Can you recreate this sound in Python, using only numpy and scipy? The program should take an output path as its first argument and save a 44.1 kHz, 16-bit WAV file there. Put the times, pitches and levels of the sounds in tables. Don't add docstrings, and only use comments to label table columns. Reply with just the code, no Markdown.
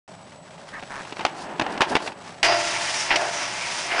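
import sys
import numpy as np
from scipy import signal
from scipy.fft import rfft, irfft
from scipy.io import wavfile
from scipy.ndimage import uniform_filter1d

SR = 44100
rng = np.random.default_rng(int(sys.argv[2]) if len(sys.argv) > 2 else 0)


def output_pcm(signal):
    pcm = np.clip(np.atleast_2d(signal).T, -1, 1) * 32767
    wavfile.write(sys.argv[1], SR, np.round(pcm).astype(np.int16))


N = 176400
TIME = np.arange(N) / SR

# pitch_hz, level_db
AIR_COLOUR = [(15, -42), (25, -31.5), (172, -3), (251, -9.5), (348, -17), (375, -13), (506, -20.5),
              (546, -5.5), (701, -7), (948, -12), (1530, -25.5), (3320, -35.5), (6530, -61), (7980, -33.5),
              (10000, -41), (13000, -79), (22000, -120)]
RUSTLE_COLOUR = [(100, -17), (400, -1), (900, 0), (1800, -3.5), (3000, -7.5), (5500, -10.5), (10000, -21)]
ROLL_COLOUR = [(50, -15.5), (130, -6), (330, 6), (500, 1), (850, 7), (1250, -3), (1700, -2.5), (2100, -11),
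               (2800, -10.5), (4000, -24.5), (6500, -35), (10000, -39.5)]
SKID_COLOUR = [(800, -23), (2500, -5), (4800, 4), (6500, -3.5), (10000, -8)]
RUB_COLOUR = [(200, -22), (700, -3), (1200, 6), (1800, 0), (2500, -5), (3200, -17), (8000, -36)]
CLACK_COLOUR = [(40, -30), (150, -25), (330, -3.5), (480, -8.5), (850, 7), (1200, -4.5), (1600, -2.5),
                (1950, -5), (2600, -3.5), (3500, -10), (5500, -18), (10000, -34)]
THUMP_COLOUR = [(30, -8), (70, -11), (130, -13.5), (260, 6.5), (400, 1), (700, -18), (3000, -51)]
WEAK_TONE_COLOUR = [(280, -2.5), (500, -8.5), (750, 5.5), (1200, -3.5), (1600, -6), (2150, -2), (2700, -9),
                    (3300, -10), (4400, -7), (4850, 2.5), (5300, -1.5), (6200, -10), (8000, -28)]
KNOCK_COLOUR = [(30, -6), (55, -12), (90, -22), (200, -19), (350, -3.5), (500, -15), (750, 4.5), (1200, -6),
                (2100, 5), (2900, 3), (3900, -5), (4900, 0), (5600, -3), (7000, -10.5), (10000, -13.5)]
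JUDDER_COLOUR = [(60, -44), (230, -21), (350, -4.5), (520, -5), (740, 4), (1100, -6), (1600, -3),
                 (3000, -14), (8000, -41)]
SCRAPE_COLOUR = [(30, -35), (90, -34), (170, -35), (350, -20), (500, -8), (700, -8), (900, 11.5),
                 (1200, 3.5), (1550, 6.5), (2200, 7.5), (3000, 3.5), (4000, -6.5), (6000, -22),
                 (10000, -34)]
HISS_COLOUR = [(100, -40), (500, -30), (2500, 2.5), (4200, -1), (5000, 2.5), (5700, 3), (6400, 0.5),
               (7300, -3), (8400, -7.5), (9400, -3.5), (10200, -20)]

# time_s, level_db
RUSTLE_LEVELS = [(.08, -50.5), (.33, -49), (.38, -55), (.55, -47.5), (.7, -46.5), (.86, -47), (1.08, -44),
                 (1.2, -45), (2.1, -55), (2.18, -47.5), (2.27, -42.5), (2.42, -51)]
# time_s, level_db
ROLL_LEVELS = [(1.1, -92), (1.2, -34), (1.32, -41.5), (1.5, -34), (1.58, -37.5), (1.65, -27.5),
               (1.78, -33.5), (1.86, -30.5), (1.94, -24), (1.99, -38), (2.08, -34.5), (2.14, -45.5),
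               (2.4, -50), (2.45, -92)]
# middle_s, width_s, level_db
SKIDS = [(1.41, 0.042, -43), (1.73, 0.032, -45.5), (1.92, 0.047, -38.5), (2.05, 0.049, -38.5)]
# start_s, length_s, slips_per_s, level_db, pitch_hz, snap_db
CREAKS = [(.728, .07, 310, -36, 1700, -20), (.897, .125, 135, -35.5, 950, -7)]
# pitch_hz, level_db, fade_s
BOOT_TONES = [(736, -23, 0.03), (870, -17, 0.012), (1255, -8, 0.056), (1580, 3.5, 0.025),
              (1786, 2.5, 0.024), (2250, -1, 0.0094), (2430, -13, 0.0093)]
# start_s, level_db, fade_s, extra_thump_db
CLACKS = [(0.467, -49, 0.013, 7), (0.579, -43, 0.014, -4), (.795, -35, 0.013, -13), (0.825, -32, 0.017, 4),
          (0.834, -33.5, 0.012, 0), (1.05, -35.5, 0.043, -2), (1.123, -29.5, 0.053, 10.5),
          (1.168, -29.5, 0.024, -10), (1.193, -27, 0.041, -6), (1.208, -29.5, 0.1, -1),
          (1.2505, -6, 0.028, -7), (1.263, -15.5, 0.025, -3), (1.596, -15, 0.023, 5),
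          (1.6122, -19.5, 0.0081, 9), (1.6182, -22.5, 0.024, 10.5), (1.664, -27, 0.021, -4),
          (1.776, -23.5, 0.028, 7), (1.8064, -11, 0.12, 5.5), (1.818, -4, 0.085, 7.5),
          (1.953, -3, 0.059, -2), (1.965, -8, .025, 9.5), (2.003, -28, 0.018, -16),
          (2.062, -30, 0.055, -15), (2.075, -25, .05, -22), (2.119, -34.5, 0.043, -18)]
# pitch_hz, level_db, fade_s
FRAME_TONES = [(335, -13, .035), (830, -7, .028), (1020, -12, .025), (1620, -12, .02), (2450, -7, .018),
               (2700, -7, .016)]
# pitch_hz, struck_db, fade_s, scraped_db
PIPE_TONES = [(118.4, -42, 2.5, -63), (339, -27, .8, -57), (377, -28, .6, -60), (602.6, -15, .7, -47),
              (650, -18, .6, -51), (687.5, -11.5, .7, -44), (860, -30, .7, -47), (904, -25, .6, -54),
              (979, -26, .6, -54), (1065, -26, .5, -52), (1357.6, -25, .6, -49), (1398, -26, .6, -52),
              (1819, -25, .55, -53), (1968, -28, .6, -50), (2217, -26, .5, -53), (2745, -25, .5, -56),
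              (4778, -17, .28, -59), (4877.5, -12, .35, -56), (4978, -21, .3, -58), (5117, -22, .3, -59)]
# start_s, knock_db, fade_s, ring_db, cutoff_hz
RAIL_HITS = [(2.429, -10, .15, 0, 9000), (2.4465, -12, .1, -34, 9000), (3.105, -14, .06, -24, 3200),
             (3.112, -15, .06, -27, 3200), (3.122, -23, .05, -29, 2600), (3.138, -13, .05, -12, 1300),
             (3.157, -14, .05, -26, 7000), (3.914, -21, .08, -24, 2800), (3.99, -20, .06, -24, 3500)]
# middle_s, width_s, level_db, pitch_hz
BITES = [(2.765, 0.023, -30, 2250), (2.865, 0.033, -34, 1930), (3.0, 0.035, -30.5, 5600),
         (3.39, 0.074, -34.5, 5900), (3.64, 0.062, -34, 2260), (3.93, 0.041, -28.5, 2220)]
# middle_s, width_s, level_db
JUDDERS = [(3.225, 0.079, -26.5), (3.98, 0.075, -27.5)]
# time_s, scrape_db, hiss_db
GRIND_LEVELS = [(2.42, -73, -94), (2.435, -15, -39), (2.6, -28.5, -30), (2.76, -29, -30.5),
                (2.9, -29.5, -29.5), (3.01, -29.5, -28.5), (3.07, -31, -33), (3.14, -24, -40),
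                (3.2, -34.5, -34), (3.32, -33.5, -35.5), (3.41, -28.5, -35), (3.56, -32.5, -34),
                (3.64, -31.5, -33), (3.78, -31.5, -31.5), (3.88, -33, -34.5), (3.93, -31, -40),
                (4.0, -23.5, -37.5)]


def from_db(db):
    return 10 ** (np.asarray(db) / 20)


def unit_level(x):
    return x / np.sqrt(np.mean(x ** 2) + 1e-20)


def level_curves(rows):
    times, *columns = np.transpose(rows)
    return [from_db(np.interp(TIME, times, column)) for column in columns]


def swells(rows):
    return sum(from_db(db) * np.exp(-((TIME - middle) / width) ** 2) for middle, width, db in rows)


def db_at_pitch(table, hz):
    pitches, db = np.transpose(table)
    return np.interp(np.log(hz + 1), np.log(pitches), db)


def colour(x, table):
    hz = np.arange(N // 2 + 1) * SR / N
    return unit_level(irfft(rfft(x) * from_db(db_at_pitch(table, hz)), N))


def noise(table):
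    return colour(rng.standard_normal(N), table)


def even_noise(table):
    x = noise(table)
    return x / np.sqrt(uniform_filter1d(x ** 2, size=260) + 1e-3)


def drift(turns_per_s):
    return np.interp(TIME * turns_per_s, np.arange(2000), rng.standard_normal(2000))


def fade(start_s, fade_s):
    return (TIME >= start_s) * from_db(-60 * np.clip((TIME - start_s) / fade_s, 0, 4))


def blow(start_s, rise_s, hold_s, fade_s):
    rise = np.clip((TIME - start_s) / rise_s, 0, 1)
    return rise * from_db(-60 * np.clip((TIME - start_s - hold_s) / fade_s, 0, 4))


def ring(x, hz, fade_s):
    shrink = np.exp(-np.log(1000) / (fade_s * SR))
    angle = 2 * np.pi * hz / SR
    return signal.lfilter([0, np.sin(angle)], [1, -2 * shrink * np.cos(angle), shrink ** 2], x + 1e-18)


def ring_body(x, tones):
    return sum((-1) ** k * from_db(db) * ring(x, hz, fade_s) for k, (hz, db, fade_s) in enumerate(tones))


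def background(rumble_db=-46, whine_db=-64):
    rumble = noise(AIR_COLOUR)
    whine = unit_level(ring(rng.standard_normal(N), hz=7875, fade_s=0.092))
    return from_db(rumble_db) * rumble + from_db(whine_db) * whine


def rustle():
    brushing = noise(RUSTLE_COLOUR) * from_db(2 * drift(35) + 2.6 * drift(300))
    return brushing * level_curves(RUSTLE_LEVELS)[0]


def wheels():
    roll = noise(ROLL_COLOUR) * from_db(1.2 * drift(70) + 1.5 * drift(350))
    skid = noise(SKID_COLOUR) * from_db(3 * drift(120))
    return roll * level_curves(ROLL_LEVELS)[0] + skid * swells(SKIDS)


def boot_creaks(rub_share=.3, jitter=.05, edge_s=.012):
    out = 0
    for start, length, slips_per_s, db, hz, snap_db in CREAKS:
        slip_count = np.floor(np.cumsum(slips_per_s * (1 + jitter * drift(150))) / SR)
        slips = np.diff(slip_count, prepend=0) * from_db(2.2 * drift(200))
        shell = 4.5 * ring(slips, hz, fade_s=.008) + ring_body(slips, BOOT_TONES)
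        snaps = signal.lfilter([1], [1, -.98], slips) * noise(RUSTLE_COLOUR)
        creak = np.sqrt(1 - rub_share) * unit_level(shell) + np.sqrt(rub_share) * noise(RUB_COLOUR)
        pressure = np.clip(np.minimum(TIME - start, start + length - TIME) / edge_s, 0, 1) ** .5
        out += from_db(db) * pressure * (creak + from_db(snap_db) * unit_level(snaps))
    return out


def steps(rise_s=0.000857, hold_s=0.0026, thump_db=-14, tail_db=-21):
    crack, clicks, thump, tail = np.zeros((4, N))
    for start, db, fade_s, extra_thump_db in CLACKS:
        crack += from_db(db) * blow(start, rise_s, hold_s, fade_s)
        clicks[int((start + rise_s) * SR)] += from_db(db)
        thump += from_db(db + thump_db + extra_thump_db) * blow(start, rise_s, hold_s, fade_s=0.03)
        tail += from_db(db + tail_db) * fade(start, fade_s=0.19)
    return (crack * even_noise(CLACK_COLOUR) + ring_body(clicks, FRAME_TONES)
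            + thump * even_noise(THUMP_COLOUR) + tail * noise(CLACK_COLOUR))


def railing_weak_tones(count=420, base_fade_s=0.34):
    t, out = TIME[:SR], 0
    pitches = np.linspace(17, 88, count) ** 2
    for hz, (shift, size, phase, life) in zip(pitches, rng.random((count, 4))):
        hz += (shift - .5) * np.sqrt(hz) / 2
        db = db_at_pitch(WEAK_TONE_COLOUR, hz) + 5.6 * (size - .5)
        fade_s = base_fade_s * (0.96 + 0.34 * life)
        out += from_db(db - 60 * t / fade_s) * np.sin(2 * np.pi * (hz * t + phase))
    return out / np.sqrt(np.mean(out[:SR // 20] ** 2))


def rail_hits(weak_tones, weak_db=-17, waver_db=1.5, build_s=.028):
    t, main_tones = TIME[:SR], 0
    for hz, db, fade_s, _ in PIPE_TONES:
        loudness = from_db(db + waver_db * drift(30)) * fade(0, fade_s)
        main_tones += loudness[:SR] * np.sin(2 * np.pi * (hz * t + rng.random()))
    ringing = (main_tones + from_db(weak_db) * weak_tones) * (1 - np.exp(-t / build_s))
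    contact, out = even_noise(KNOCK_COLOUR), 0
    for start, knock_db, fade_s, ring_db, cutoff_hz in RAIL_HITS:
        knock = from_db(knock_db) * blow(start, rise_s=.0012, hold_s=.005, fade_s=fade_s) * contact
        pipe = from_db(ring_db) * np.pad(ringing, (int(start * SR), N))[:N]
        cut_highs = signal.butter(3, cutoff_hz, fs=SR, output="sos")
        out += signal.sosfilt(cut_highs, knock + pipe + 1e-18)
    return out


def sole_bites():
    out = 0
    for middle, width, db, hz in BITES:
        squeal = np.gradient(ring(rng.standard_normal(N), hz, fade_s=0.0059))
        out += swells([(middle, width, db)]) * unit_level(squeal)
    return out


def tiny_catches(per_s=9000, spread_db=2.5):
    clicks = (rng.random(N) < per_s / SR) * rng.choice([-1, 1], N)
    return clicks * from_db(spread_db * np.minimum(rng.exponential(1, N), 5))


def grind(weak_tones, chatter_db=1.36, ring_share=0.3):
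    scrape_level, hiss_level = level_curves(GRIND_LEVELS)
    chatter = from_db(chatter_db * drift(59.35))
    catches = tiny_catches() * chatter
    railing = unit_level(signal.fftconvolve(catches, weak_tones)[:N])
    scrape = np.sqrt(1 - ring_share) * colour(catches, SCRAPE_COLOUR) + np.sqrt(ring_share) * railing
    singing = sum(from_db(db) * unit_level(ring(catches, hz, fade_s)) for hz, _, fade_s, db in PIPE_TONES)
    usual_level = np.mean(scrape_level[TIME > RAIL_HITS[0][0]])
    hiss = hiss_level * chatter * colour(tiny_catches(), HISS_COLOUR)
    judder = swells(JUDDERS) * noise(JUDDER_COLOUR)
    return scrape_level * (scrape + singing / usual_level) + hiss + judder


def scene():
    weak_tones = railing_weak_tones()
    mono = background() + rustle() + wheels() + boot_creaks() + steps()
    mono += rail_hits(weak_tones) + grind(weak_tones) + sole_bites()
    return np.array([mono, mono])


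def record(dry, start_s=.078, limit_db=-15.5, react_s=0.0029, recover_db_per_s=202, ceiling=.95):
    smoothing = np.exp(-1 / (react_s * SR))
    power = signal.lfilter([1 - smoothing], [1, -smoothing], dry[0] ** 2)
    excess_db = np.maximum(10 * np.log10(power + 1e-12) - limit_db, 0)
    recovery_db = recover_db_per_s * TIME
    dip_db = np.maximum.accumulate(excess_db + recovery_db) - recovery_db
    limited = dry * from_db(-dip_db) * (TIME > start_s)
    rounded = ceiling * np.tanh(limited / ceiling)
    cut_highs = signal.ellip(12, .2, 70, 10200, fs=SR, output="sos")
    return signal.sosfilt(cut_highs, rounded)


dry = scene()
out = record(dry)
output_pcm(out)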